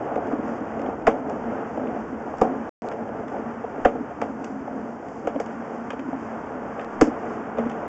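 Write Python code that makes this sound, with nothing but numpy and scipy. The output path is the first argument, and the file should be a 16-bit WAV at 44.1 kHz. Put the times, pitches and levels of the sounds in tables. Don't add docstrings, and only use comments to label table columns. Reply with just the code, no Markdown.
import sys
import numpy as np
from scipy import signal
from scipy.fft import rfft, irfft, next_fast_len
from scipy.io import wavfile
from scipy.ndimage import map_coordinates

SR = 44100
rng = np.random.default_rng(int(sys.argv[2]) if len(sys.argv) > 2 else 0)


def ratio(d):
    e = np.asarray(d, float) / 20
    return 10 ** e


def unload_audio(sound):
    columns = np.transpose(np.atleast_2d(sound))
    steps = np.round(np.clip(columns, -1, 1) * 32767)
    wavfile.write(sys.argv[1], SR, steps.astype(np.int16))


N = 347498

# time in seconds, wall pressure in dB, sliding speed in dB.
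DRAG = [(0, 6, 1.5), (.5, 2.5, 2.5), (.84, 5, 0), (1.2, 3, 0.5), (1.6, 2.5, 2.5), (1.9, 2.5, 1),
        (2.3, 0, 1), (2.64, 1.5, 1.5), (3.0, 0.5, -0.5), (3.15, 4, 0), (3.6, -2.5, 0.5), (3.96, -1, 0),
        (4.5, -3.5, -2), (5.1, -3, -2), (5.5, -2, -1), (6.0, -3, 1.5), (6.5, -1.5, 1.5), (7.2, 0, 2.5)]
# centre in seconds, half length in seconds, level in dB,
# lean to the upper boom mode (fraction).
GROANS = [(.1, .1, -1.5, .5), (.38, .14, 4, -.2), (.84, 0.082, 1.5, 0.22), (1.12, 0.13, 4, 0.24),
          (1.44, 0.11, 3.5, -0.031), (2.08, 0.13, 5.5, -0.11), (2.52, 0.056, 5, .35),
          (3.2, 0.13, 2.5, -0.093), (3.48, .08, 4.5, -0.19), (3.96, .1, 6.5, 0.26), (4.34, 0.15, 7, .25),
          (4.56, .08, 5.5, -0.15), (4.8, 0.056, 8, 0.021), (5.58, 0.11, 6, -.15), (6.09, 0.14, 10.5, .35),
          (6.6, 0.12, 3, 0.1), (7.06, 0.048, 4.5, -.2), (7.645, .09, 9.5, -0.71)]
# centre in seconds, half length in seconds, level in dB.
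SWISHES = [(.5, .1, 1.5), (1.68, 0.06, 2), (2.38, 0.07, 2.5), (2.865, 0.024, 4), (4.5, 0.12, 2.5),
           (5.17, .1, 4.5), (5.78, 0.19, 1.5), (6.24, 0.073, 2.5), (6.84, 0.054, 0), (7.32, 0.068, 3.5)]

# start in seconds, ring in dB, part struck (0 deep to 3 high), crack in dB, fizz in dB.
KNOCKS = [(0.157, -23, .9, -42, -64.5), (0.172, -24.5, 1.5, -58, -81.5), (0.793, -28, 1.1, -46, -65),
          (0.861, -28.5, 1.4, -44.5, -70), (1.0681, -17, 2.3, -21, -43), (1.0735, -13, 1.4, -24.5, -53),
          (2.4128, -13.5, 1.4, -32, -46), (2.433, -25.5, 2.6, -54, -66), (2.447, -26.5, 1.4, -51, -72),
          (2.914, -35.5, 1.4, -41, -62.5), (2.922, -32, 1.4, -48, -64), (3.639, -26, 1.45, -48, -83),
          (3.849, -13, 1.3, -25, -48), (3.855, -18.5, 1.6, -25.5, -56), (4.2145, -22.5, 1.45, -31.5, -51.5),
          (5.271, -21.5, 1.4, -36.5, -54), (5.399, -24.5, 1.3, -37, -49), (5.904, -36.5, 1.2, -35.5, -54.5),
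          (5.93, -32, 1.3, -54, -66.5), (7.011, -10, .75, -21.5, -32), (7.07, -22.5, 0.18, -47, -59),
          (7.572, -35, 0.73, -42.5, -68), (7.583, -22, 1.1, -37.5, -60)]
# start in seconds, ring in dB, part struck (0 deep to 3 high).
BUMPS = [(0.027, -34.5, 2.5), (0.323, -25.5, 0.31), (0.385, -30.5, .1), (0.603, -31, 0.27), (1.02, -32, 3),
         (1.513, -30.5, 1.3), (1.771, -29.5, 1.4), (2.335, -30.5, 1.7), (3.054, -36, 1.9),
         (3.088, -31.5, 1.3), (3.778, -29.5, .5), (3.951, -29, 1.4), (4.107, -36.5, 1.8),
         (4.196, -32.5, .1), (4.675, -30.5, 1.76), (4.736, -35, 1.3), (5.027, -40, 3), (5.248, -31, .4),
         (5.346, -29, 0.33), (5.358, -27, .8), (5.62, -34, 1.5), (5.743, -38, 1.6), (6.126, -30.5, 2),
         (6.786, -32.5, 1.2), (7.654, -27, 0.054)]
# start in seconds, crack in dB, fizz in dB.
TICKS = [(0.27, -55, -64), (0.479, -59, -62), (0.816, -48.5, -60.5), (1.296, -48, -56.5), (1.834, -50, -88),
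         (1.87, -47.5, -77), (2.371, -57, -65), (2.383, -50, -58), (3.28, -45.5, -64), (4.443, -45.5, -51),
         (5.084, -48.5, -65), (5.46, -49, -60.5), (5.993, -42.5, -63.5), (6.794, -40, -66),
         (6.812, -50, -62.5), (7.696, -43, -57.5), (7.714, -48.5, -63)]

# centre in Hz, width in Hz, gain in dB.
BOOM_MODES = [(231.9, 19.2, 0.0057), (264.6, 35, 0.0032)]
# centre in Hz, width in Hz, gain in dB.
BODY_MODES = [(309.3, 41, -0.5), (445, 41.4, 2), (564, 115, -1), (714, 63, 2), (821, 121, -3.5),
              (1157, 410, -12.5), (1510, 300, -21)]
# level in dB, T60 in seconds.
ECHO = [(-13, 0.26), (-11.5, 0.25), (-9, .22), (-9, 0.16), (-10.5, 0.18)]

# frequency in Hz, density in dB per Hz.
RUMBLE_SPECTRUM = [(15, -60), (25, -28), (70, -7.5), (177, -6.5), (200, -11), (260, -32), (440, -120)]
# frequency in Hz, density in dB per Hz.
HISS_SPECTRUM = [(2590, -31), (4400, -7.5), (5090, -2), (6790, -1), (7770, -7.5), (8160, -14.5),
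                 (10600, -38.5), (18000, -120)]
# frequency in Hz, density in dB per Hz.
RASP_SPECTRUM = [(530, -36.5), (900, 1.5), (1170, -2), (1300, -7), (1480, -6.5), (3100, -28.5),
                 (3700, -42.5), (4810, -66.5), (8140, -120)]
# frequency in Hz, density in dB per Hz.
CRACK_SPECTRUM = [(700, -33.5), (1100, 6), (1500, 1.5), (2300, -5), (3200, -12), (4000, -33), (5000, -45.5),
                  (9000, -120)]

# time in seconds, peak in dB.
SPLICES = [
    (2.8208, -37.5),
    (2.8875, -32),
    (6.847, -39),
]
# start in seconds, end in seconds.
LOST_BUFFER = (2.6935, 2.8205)

BOOM_DB, BODY_DB, RASP_DB, HISS_DB, RUMBLE_DB = -37.5, -34.5, -40.5, -68, -48
BOOM_PER_PRESS, RASP_PER_PRESS, RUMBLE_PER_PRESS = 0.6, 0.15, 0.53
HISS_PER_SPEED, RUMBLE_PER_BOOM = 0.2, 0.2
BUMP_CRACK_DB, BUMP_FIZZ_DB = -23.5, -45
TICK_RING_DB, TICK_PART = 2.5, 1.4
FALL_DB, FALL_SOFT = 4, 0.29
CRACK_RISE_S = 0.0011
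DRY_DB = 2.5


def unit(x):
    return x / np.sqrt(np.mean(x ** 2) + 1e-20)


def along(points, hz):
    f, v = np.transpose(points)
    return np.interp(np.log(hz + 1), np.log(f + 1), v)


def curves(rows):
    s, *cols = np.transpose(rows)
    return [np.interp(np.arange(N) / SR, s, c) for c in cols]


def swells(rows, column=2):
    t = np.arange(N) / SR
    return sum(row[column] * np.exp(-((t - row[0]) / row[1]) ** 2) for row in rows)


def wobble(knots_per_s):
    return map_coordinates(rng.standard_normal(N // 100), [np.arange(N) * knots_per_s / SR])


def filtered(x, response):
    m = next_fast_len(len(x) + 8192)
    return irfft(rfft(x, m) * response(np.fft.rfftfreq(m, 1 / SR)), m)[:len(x)]


def modes(table):
    def response(f):
        total = 0
        for k, (centre, width, db) in enumerate(table):
            resonance = 1j * f * width / (centre * centre - f * f + 1j * f * width)
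            total = total + (-1) ** k * ratio(db) * resonance
        return total / (1 + 1j * f / 1500) ** 2
    return response


def colour(spectrum):
    return lambda f: ratio(along(spectrum, f))


def grit(grains_per_s, spread_db, share):
    hit = rng.random(N) < grains_per_s / SR
    size = ratio(spread_db * np.minimum(rng.exponential(size=N), 3))
    grains = unit(hit * rng.standard_normal(N) * size)
    return np.sqrt(share) * grains + np.sqrt(1 - share) * rng.standard_normal(N)


def rumble(press_db, boom_db):
    level_db = RUMBLE_DB + RUMBLE_PER_BOOM * boom_db + RUMBLE_PER_PRESS * press_db
    return ratio(level_db) * unit(filtered(rng.standard_normal(N), colour(RUMBLE_SPECTRUM)))


def contacts():
    rows = list(KNOCKS)
    rows += [(s, db, part, db + BUMP_CRACK_DB, db + BUMP_FIZZ_DB) for s, db, part in BUMPS]
    rows += [(s, crack + TICK_RING_DB, TICK_PART, crack, fizz) for s, crack, fizz in TICKS]
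    out = []
    for s, db, part, crack, fizz in rows:
        fall_db = FALL_DB - FALL_SOFT * (db + 8)
        rings_db = db - fall_db * (np.arange(3) - part) ** 2
        out.append((s, *rings_db, crack, fizz))
    return out


def strike(levels_db, count):
    t = np.arange(count) / SR
    span_s = 0.006 * ratio(0.087 * (max(levels_db) + 16))
    rattle = (t < span_s) * (0.47 + t / span_s)
    sharp = ratio(-60 * t / 0.012) + 0.5 * np.clip(1.3 - t / span_s, 0, 1)
    echo = [ratio(db - 60 * t / t60_s) for db, t60_s in ECHO]
    noise = rng.standard_normal((5, count))

    thud = [(hz, 2.38 * width, db) for hz, width, db in BOOM_MODES]
    parts = (thud + BODY_MODES[:1], BODY_MODES[1:3], BODY_MODES[3:])
    rings = []
    for k, part in enumerate(parts):
        blunt = lambda f: modes(part)(f) / (1 + 1j * f / 1400) ** 2
        rings.append(filtered((rattle + echo[k]) * noise[k], blunt))

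    hardness = np.clip(0.43 * (levels_db[3] - max(levels_db[:3]) + 1.5), 0, 3)
    crack = lambda f: colour(CRACK_SPECTRUM)(f) * ((f + 1) / 1500) ** hardness
    rise = 1 - np.exp(-t / CRACK_RISE_S)
    for k, response in ((3, crack), (4, colour(HISS_SPECTRUM))):
        envelope = rise * (sharp + ratio(-DRY_DB * hardness) * echo[k])
        rings.append(envelope * filtered(noise[k], response))

    head = SR // 70
    return sum(ratio(db) * r / np.std(r[:head]) for db, r in zip(levels_db, rings))


def knocks():
    count = SR // 4
    out = np.zeros(N + count)
    for s, *levels_db in contacts():
        out[round(s * SR):][:count] += strike(levels_db, count)
    return out[:N]


def hiss(speed_db, jerk):
    level_db = HISS_DB + HISS_PER_SPEED * speed_db + swells(SWISHES) + 0.9 * jerk + 0.73 * wobble(25)
    grains = grit(grains_per_s=1200, spread_db=2, share=0.2)
    return ratio(level_db) * unit(filtered(grains, colour(HISS_SPECTRUM)))


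def rasp(stones, press_db, speed_db, jerk):
    level_db = RASP_DB + speed_db + RASP_PER_PRESS * press_db + 0.9 * jerk + 0.65 * wobble(7.6)
    friction = stones + 1.07 * rng.standard_normal(N)
    return ratio(level_db) * unit(filtered(friction, colour(RASP_SPECTRUM)))


def body(stones, press_db, jerk):
    level_db = BODY_DB + press_db + 1.9 * jerk + wobble(9)
    return ratio(level_db) * unit(filtered(stones, modes(BODY_MODES)))


def boom(stones, boom_db, jerk):
    lower, upper = [unit(filtered(stones, lambda f: modes([m])(f) ** 1.464)) for m in BOOM_MODES]
    share = np.clip(0.56 + swells(GROANS, column=-1) + 0.12 * wobble(7), 0, 1)
    lean = np.pi / 2 * share
    return ratio(BOOM_DB + boom_db + 0.38 * jerk) * (np.cos(lean) * lower + np.sin(lean) * upper)


def scrape():
    press_db, speed_db = curves(DRAG)
    boom_db = BOOM_PER_PRESS * press_db + swells(GROANS) + 1.5 * wobble(6)
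    jerk = wobble(14)
    stones = grit(grains_per_s=800, spread_db=0.5, share=0.32)
    out = rumble(press_db, boom_db) + hiss(speed_db, jerk)
    out += rasp(stones, press_db, speed_db, jerk)
    return out + body(stones, press_db, jerk) + boom(stones, boom_db, jerk)


def scene():
    return (knocks() + scrape())[None]


def band_limit(x):
    return signal.sosfilt(signal.butter(12, 8310, fs=SR, output="sos"), x)


def record(dry):
    x = dry + 0.5 * dry ** 2
    x = x / (1 + np.abs(x / 0.88) ** 5) ** (1 / 5)
    notch = lambda f: np.tanh(np.abs(f - 4040) / 250) ** 1.1 * f / (f + 8)
    x = filtered(x[0], notch)
    t = np.arange(N) / SR
    for s, db in SPLICES:
        x = x + ratio(db + 9.5) * (t >= s) * np.exp(-np.abs(t - s) / 0.00014)
    present = (t < LOST_BUFFER[0]) | (t > LOST_BUFFER[1])
    x = filtered(x * present, lambda f: 1 / (1 + (f / 8200) ** 40))
    return band_limit(np.clip(x[None], -1, 1))


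dry = scene()
out = record(dry)
unload_audio(out)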